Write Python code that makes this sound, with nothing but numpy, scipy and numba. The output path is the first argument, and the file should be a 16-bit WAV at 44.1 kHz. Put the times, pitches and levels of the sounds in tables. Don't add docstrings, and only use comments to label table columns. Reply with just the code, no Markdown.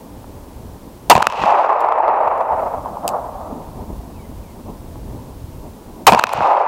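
import sys
import numpy as np
from scipy import signal
from scipy.fft import rfft, irfft, next_fast_len
from scipy.io import wavfile
from scipy.ndimage import map_coordinates
from numba import njit

SR = 44100
rng = np.random.default_rng(int(sys.argv[2]) if len(sys.argv) > 2 else 0)


def generate_wav(sig):
    pcm = np.round(np.clip(np.atleast_2d(sig).T, -1, 1) * 32767).astype(np.int16)
    wavfile.write(sys.argv[1], SR, pcm)


N = 294403
TIME = np.arange(N) / SR

# start_s, gain_db (added to the levels of their cracks and echoes)
SHOTS = [(1.0986, -2), (6.0678, -0.5)]
# frequency_hz, level_db
SHARP_COLOUR = [(60, -58), (100, -26), (560, -7), (1200, -8.5), (2040, -12), (2300, -11), (2600, -4.5),
                (3050, -13), (3400, -16.5), (7140, -24.5), (8460, -28.5), (16000, -40)]
# frequency_hz, level_db
DULL_COLOUR = [(100, -69), (300, -24.5), (400, -15), (600, -5), (860, 1), (1200, -8), (1550, -22),
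               (2630, -31), (3250, -47), (6800, -66.5), (12000, -83.5)]


def muzzle():
    beats = [(0, 2.5), (.0012, 15)]  # delay_s, level_db
    return cracks([(start + delay, shot_db + db) for start, shot_db in SHOTS for delay, db in beats])


def slaps():
    # delay_s, sharp_db, dull_db, pitch_hz, spread_s
    surfaces = [(0, 15.5, 14, 820, 0.0016), (.054, 7, 14, 824, 0.0015), (0.062, 0.5, 1, 1029, 0.0058),
                (0.0673, 2.5, -9.5, 1006, 0.0042), (.079, -18, 12.5, 736, 0.0008),
                (0.0812, 2, -18.5, 1060, .0039), (.1065, -16.5, 3.5, 930, 0.0028),
                (0.124, 3.5, 3, 1010, 0.0016), (0.1274, 8.5, 13.5, 1360, 0.00065),
                (0.1708, 17.5, 15, 1320, 0.00098), (0.1448, -12.5, -16, 990, 0.0029),
                (.155, -15, -5, 1000, 0.0015), (0.202, -4, -10, 1000, 0.0045),
                (0.225, -7.5, -5, 1040, 0.0019), (0.248, -21, -11, 1060, 0.002),
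                (.339, -19, 8.5, 936, 0.00053), (.346, -27, -2.5, 906, .0015),
                (.358, -12.5, -11, 900, 0.0037), (.377, -19, 0.5, 775, 0.0026),
                (0.401, -24, 3.5, 936, 0.0036), (.423, -15, 8.5, 826, 0.0034), (0.498, -19, 9, 956, 0.0025),
                (.448, -18, -0.5, 900, .004), (0.902, -52, 10.5, 856, 0.0049),
                (1.403, -48, -5.5, 883, 0.0075), (1.76, -36, -10.5, 915, 0.0016),
                (1.871, -38, -13, 950, 0.0019)]
    broad_surfaces = [(0, -3.5), (0.053, -3.5), (.082, -22.5), (.17, -17.5), (0.281, -17.5), (.315, -11),
                      (0.339, -13.5)]
    thump_colour = [(20, -5.5), (50, 0.5), (110, 2.5), (220, -1), (350, -14.5), (700, -51.5), (2000, -65.5)]  # frequency_hz, level_db
    sharp, dull, thump = np.zeros((3, N + 3 * SR))
    t = TIME[:SR // 10]
    pulse = t == 0
    for start, shot_db in SHOTS:
        for delay, sharp_db, dull_db, pitch_hz, spread in surfaces:
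            at = round((start + delay) * SR)
            rough_edge = 0.22 * amp(-60 * t / 0.006) * rng.standard_normal(len(t))
            sharp[at:][:len(t)] -= amp(shot_db + sharp_db) * (pulse + rough_edge)
            packet = t / spread * np.exp(.5 - .5 * (t / spread) ** 2)
            dull[at:][:len(t)] -= amp(shot_db + dull_db) * packet * np.sin(2 * np.pi * pitch_hz * t)
        for delay, peak_db in broad_surfaces:
            at = round((start + delay) * SR)
            rumble = 0.096 * amp(-60 * t / 0.14) * rng.standard_normal(len(t))
            thump[at:][:len(t)] -= amp(shot_db + peak_db) * (pulse + rumble)
    return peak_coloured(sharp, SHARP_COLOUR) + dull[:N] + peak_coloured(thump, thump_colour)


def roll():
    air_loss = [(100, -0.5), (3000, 0), (5000, -2.5), (8000, -7.5), (16000, -21.5)]
    far_colour = [(100, -49.5), (280, -24.5), (420, -14), (650, -1), (900, -4), (1200, -12), (1550, -28),
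                  (2630, -51), (5000, -74)]
    treble_loss_s = 0.23
    out = np.zeros(N)
    for start, shot_db in SHOTS:
        since = TIME - start
        sharp, dull = ground_envelopes(since)
        lumps = amp(shot_db) * unit(amp(2.2 * wobble(90))) * dull
        crackles = amp(shot_db) * unit(amp(3 * wobble(220))) * sharp
        bright = coloured(crackles * rng.standard_normal(N), SHARP_COLOUR)
        muffled = coloured(bright, air_loss) / np.abs(np.sum(response(air_loss)))
        lost = np.clip(since / treble_loss_s, 0, 1)
        out += (1 - lost) * bright + lost * muffled
        far_mix = np.clip((since - .6) / 1.38, 0, 1) * np.pi / 2
        out += coloured(lumps * np.cos(far_mix) * rng.standard_normal(N), DULL_COLOUR)
        out += coloured(lumps * np.sin(far_mix) * rng.standard_normal(N), far_colour)
    return out


def ground_envelopes(since):
    # delay_s, swell_s, sharp_db, sharp_fall_db_per_s, dull_db, dull_hold_s, dull_fall_db_per_s
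    grounds = [(0, .003, 10.5, 853, 14.5, .014, 1051), (0.039, .012, -20.5, 60.5, -7.5, 0.016, 95.5),
               (0.179, .12, -14, 34, -9.5, .16, 299), (0.329, 0.055, -30, 31.5, 2, 0.66, 35),
               (1.914, 0.077, -80, 27, -15, 0.12, 95), (1.952, 0.091, -83, 30, -29, 0.41, 31)]
    sharp_power, dull_power = np.zeros((2, N))
    for delay, swell_s, sharp_db, sharp_fall, dull_db, hold, dull_fall in grounds:
        t = np.maximum(since - delay, 0)
        swell = 1 - np.exp(-t / swell_s)
        sharp_power += (swell * amp(sharp_db - sharp_fall * t)) ** 2
        dull_power += (swell * amp(dull_db - dull_fall * np.maximum(t - hold, 0))) ** 2
    return np.sqrt(sharp_power), np.sqrt(dull_power)


def cracks(events):
    crack_colour = [(500, -24.5), (1900, -7.5), (2650, 3.5), (3400, -1.5), (4500, 1), (5800, -3),
                    (7700, 3.5), (10500, -6), (14000, -1), (17000, -20)]
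    bursts, t = np.zeros(N + SR), TIME[:SR // 20]
    for start, db in events:
        envelope = amp(db - 60 * t / 0.0074) + amp(db - 25.5 - 60 * t / 0.12)
        bursts[round(start * SR):][:len(t)] += envelope * rng.standard_normal(len(t))
    return coloured(bursts[:N], crack_colour)


def echo_peaks_and_clicks():
    # start_s, tick_db, dull_db
    events = [(.243, -65, -28), (1.8059, -19, -26.5), (1.812, -26.5, -40), (1.863, -35.5, -14),
              (1.9228, -32, 12), (1.986, -29, 5), (2.0801, -30.5, 10), (2.3785, -37.5, -5),
              (3.0788, -10.5, -24), (3.084, -33, -34), (3.0897, -20, -18), (4.957, -51, -27),
              (6.331, -23, -29), (6.333, -15, -41), (6.336, -22, 4)]
    pulses = np.zeros(N)
    for start, _, dull_db in events:
        pulses[round(start * SR)] = amp(dull_db)
    return cracks([row[:2] for row in events]) + peak_coloured(pulses, DULL_COLOUR)


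def wind():
    strength = [(0, -39), (.23, -26), (.5, -35.5), (.65, -26.5), (.82, -32.5), (1.07, -31), (2.75, -29),
                (3.05, -32.5), (3.4, -26.5), (3.7, -25.5), (3.9, -22), (4.22, -31.5), (4.36, -22),
                (4.52, -31), (5.1, -21), (5.35, -26), (5.54, -21.5), (6.04, -36)]
    buffet_colour = [(12, -8), (22, 5), (65, 2), (120, -6.5), (180, -20), (300, -58.5)]  # frequency_hz, level_db
    buffet_db = np.interp(TIME, *np.transpose(strength))
    return amp(buffet_db) * unit(amp(1.8 * wobble(15)) * noise(buffet_colour))


def handling():
    bumps = [(0.659, 0.054, 2), (3.099, 0.026, 0.5), (3.558, 0.042, 11), (3.81, 0.027, 7.5),
             (3.9, 0.015, 8.5), (4.36, .02, -3), (4.7, 0.036, 7.5), (4.97, .04, 0), (5.66, 0.025, 5.5)]
    rustle_colour = [(90, -36), (170, -4), (260, -3.5), (340, -9), (530, -12.5), (750, -16.5), (960, -15.5),
                     (1250, -30), (1800, -63)]
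    bed_db = -37.5
    rise_db = sum(db * np.exp(-.5 * ((TIME - centre) / spread) ** 2) for centre, spread, db in bumps)
    rustle = unit(amp(1.1 * wobble(25) + 1.1 * wobble(5)) * noise(rustle_colour))
    return amp(bed_db + rise_db) * rustle


def bird():
    whistles = [(4.135, .14, 2700, 1500, .16, -60), (4.415, .13, 2900, 2090, .033, -60.5)]  # start_s, length_s, start_hz, aim_hz, glide_s, level_db
    fade_s = 0.017
    out = np.zeros(N)
    for start, length, start_hz, aim_hz, glide, db in whistles:
        t = TIME - start
        envelope = np.clip(np.minimum(t, length - t) / fade_s, 0, 1)
        flutter = amp(db + 3.3 * wobble(110))
        pitch_hz = aim_hz + (start_hz - aim_hz) * np.exp(-np.maximum(t, 0) / glide) + 35 * wobble(150)
        out += envelope * flutter * np.sqrt(2) * np.sin(2 * np.pi * np.cumsum(pitch_hz) / SR)
    return out


def hiss():
    hiss_colour = [(300, -23), (1000, 7.5), (2000, -1), (7000, -4.5), (13500, -4), (16000, -5)]  # frequency_hz, level_db
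    return amp(-50) * noise(hiss_colour)


@njit
def gain_control(x, limit, step, wait_s, hold_s, rise, glide):
    out = np.empty(len(x))
    aim, gain, since_step = 1., 1., 1e9
    for i in range(len(x)):
        if abs(x[i] * gain) > limit and since_step > wait_s * SR:
            aim, since_step = aim * step, 0.
        elif since_step > hold_s * SR:
            aim = min(1., aim * rise)
        since_step += 1
        gain += glide * (aim - gain)
        out[i] = x[i] * gain
    return out


def amp(db):
    return 10 ** (np.asarray(db) / 20)


def unit(x):
    return x / np.sqrt(np.mean(x ** 2) + 1e-20)


def wobble(rate):
    return map_coordinates(rng.standard_normal(int(N * rate / SR) + 4), [TIME * rate])


def response(colour, size=4096):
    hz, db = np.transpose(colour)
    bin_db = np.interp(np.log(np.fft.rfftfreq(size, 1 / SR) + 1), np.log(hz), db)
    cepstrum = irfft(np.log(amp(bin_db)))
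    cepstrum[1:size // 2] *= 2
    cepstrum[size // 2 + 1:] = 0
    impulse = irfft(np.exp(rfft(cepstrum)))
    return impulse / np.linalg.norm(impulse)


def coloured(x, colour):
    return signal.fftconvolve(x, response(colour))[:N]


def peak_coloured(x, colour):
    return coloured(x, colour) / np.max(np.abs(response(colour)))


def noise(colour):
    return coloured(rng.standard_normal(N), colour)


def scene():
    return (muzzle() + slaps() + roll() + echo_peaks_and_clicks()
            + wind() + handling() + bird() + hiss())[None]


def record(dry):
    ceiling, coupling_hz, top_hz = 0.84, 140, 15800
    x = gain_control(dry[0], limit=.62, step=amp(-1.3), wait_s=.016, hold_s=.06,
                     rise=amp(46 / SR), glide=.55)
    x = x / (1 + np.abs(x / ceiling) ** 6) ** (1 / 6)
    x = signal.lfilter(*signal.butter(1, coupling_hz, "high", fs=SR), x)
    x = np.clip(x, -1, 1)
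    size = next_fast_len(N + 4096)
    passband = np.fft.rfftfreq(size, 1 / SR) < top_hz
    return irfft(rfft(x, size) * passband, size)[None, :N]


dry = scene()
out = record(dry)
generate_wav(out)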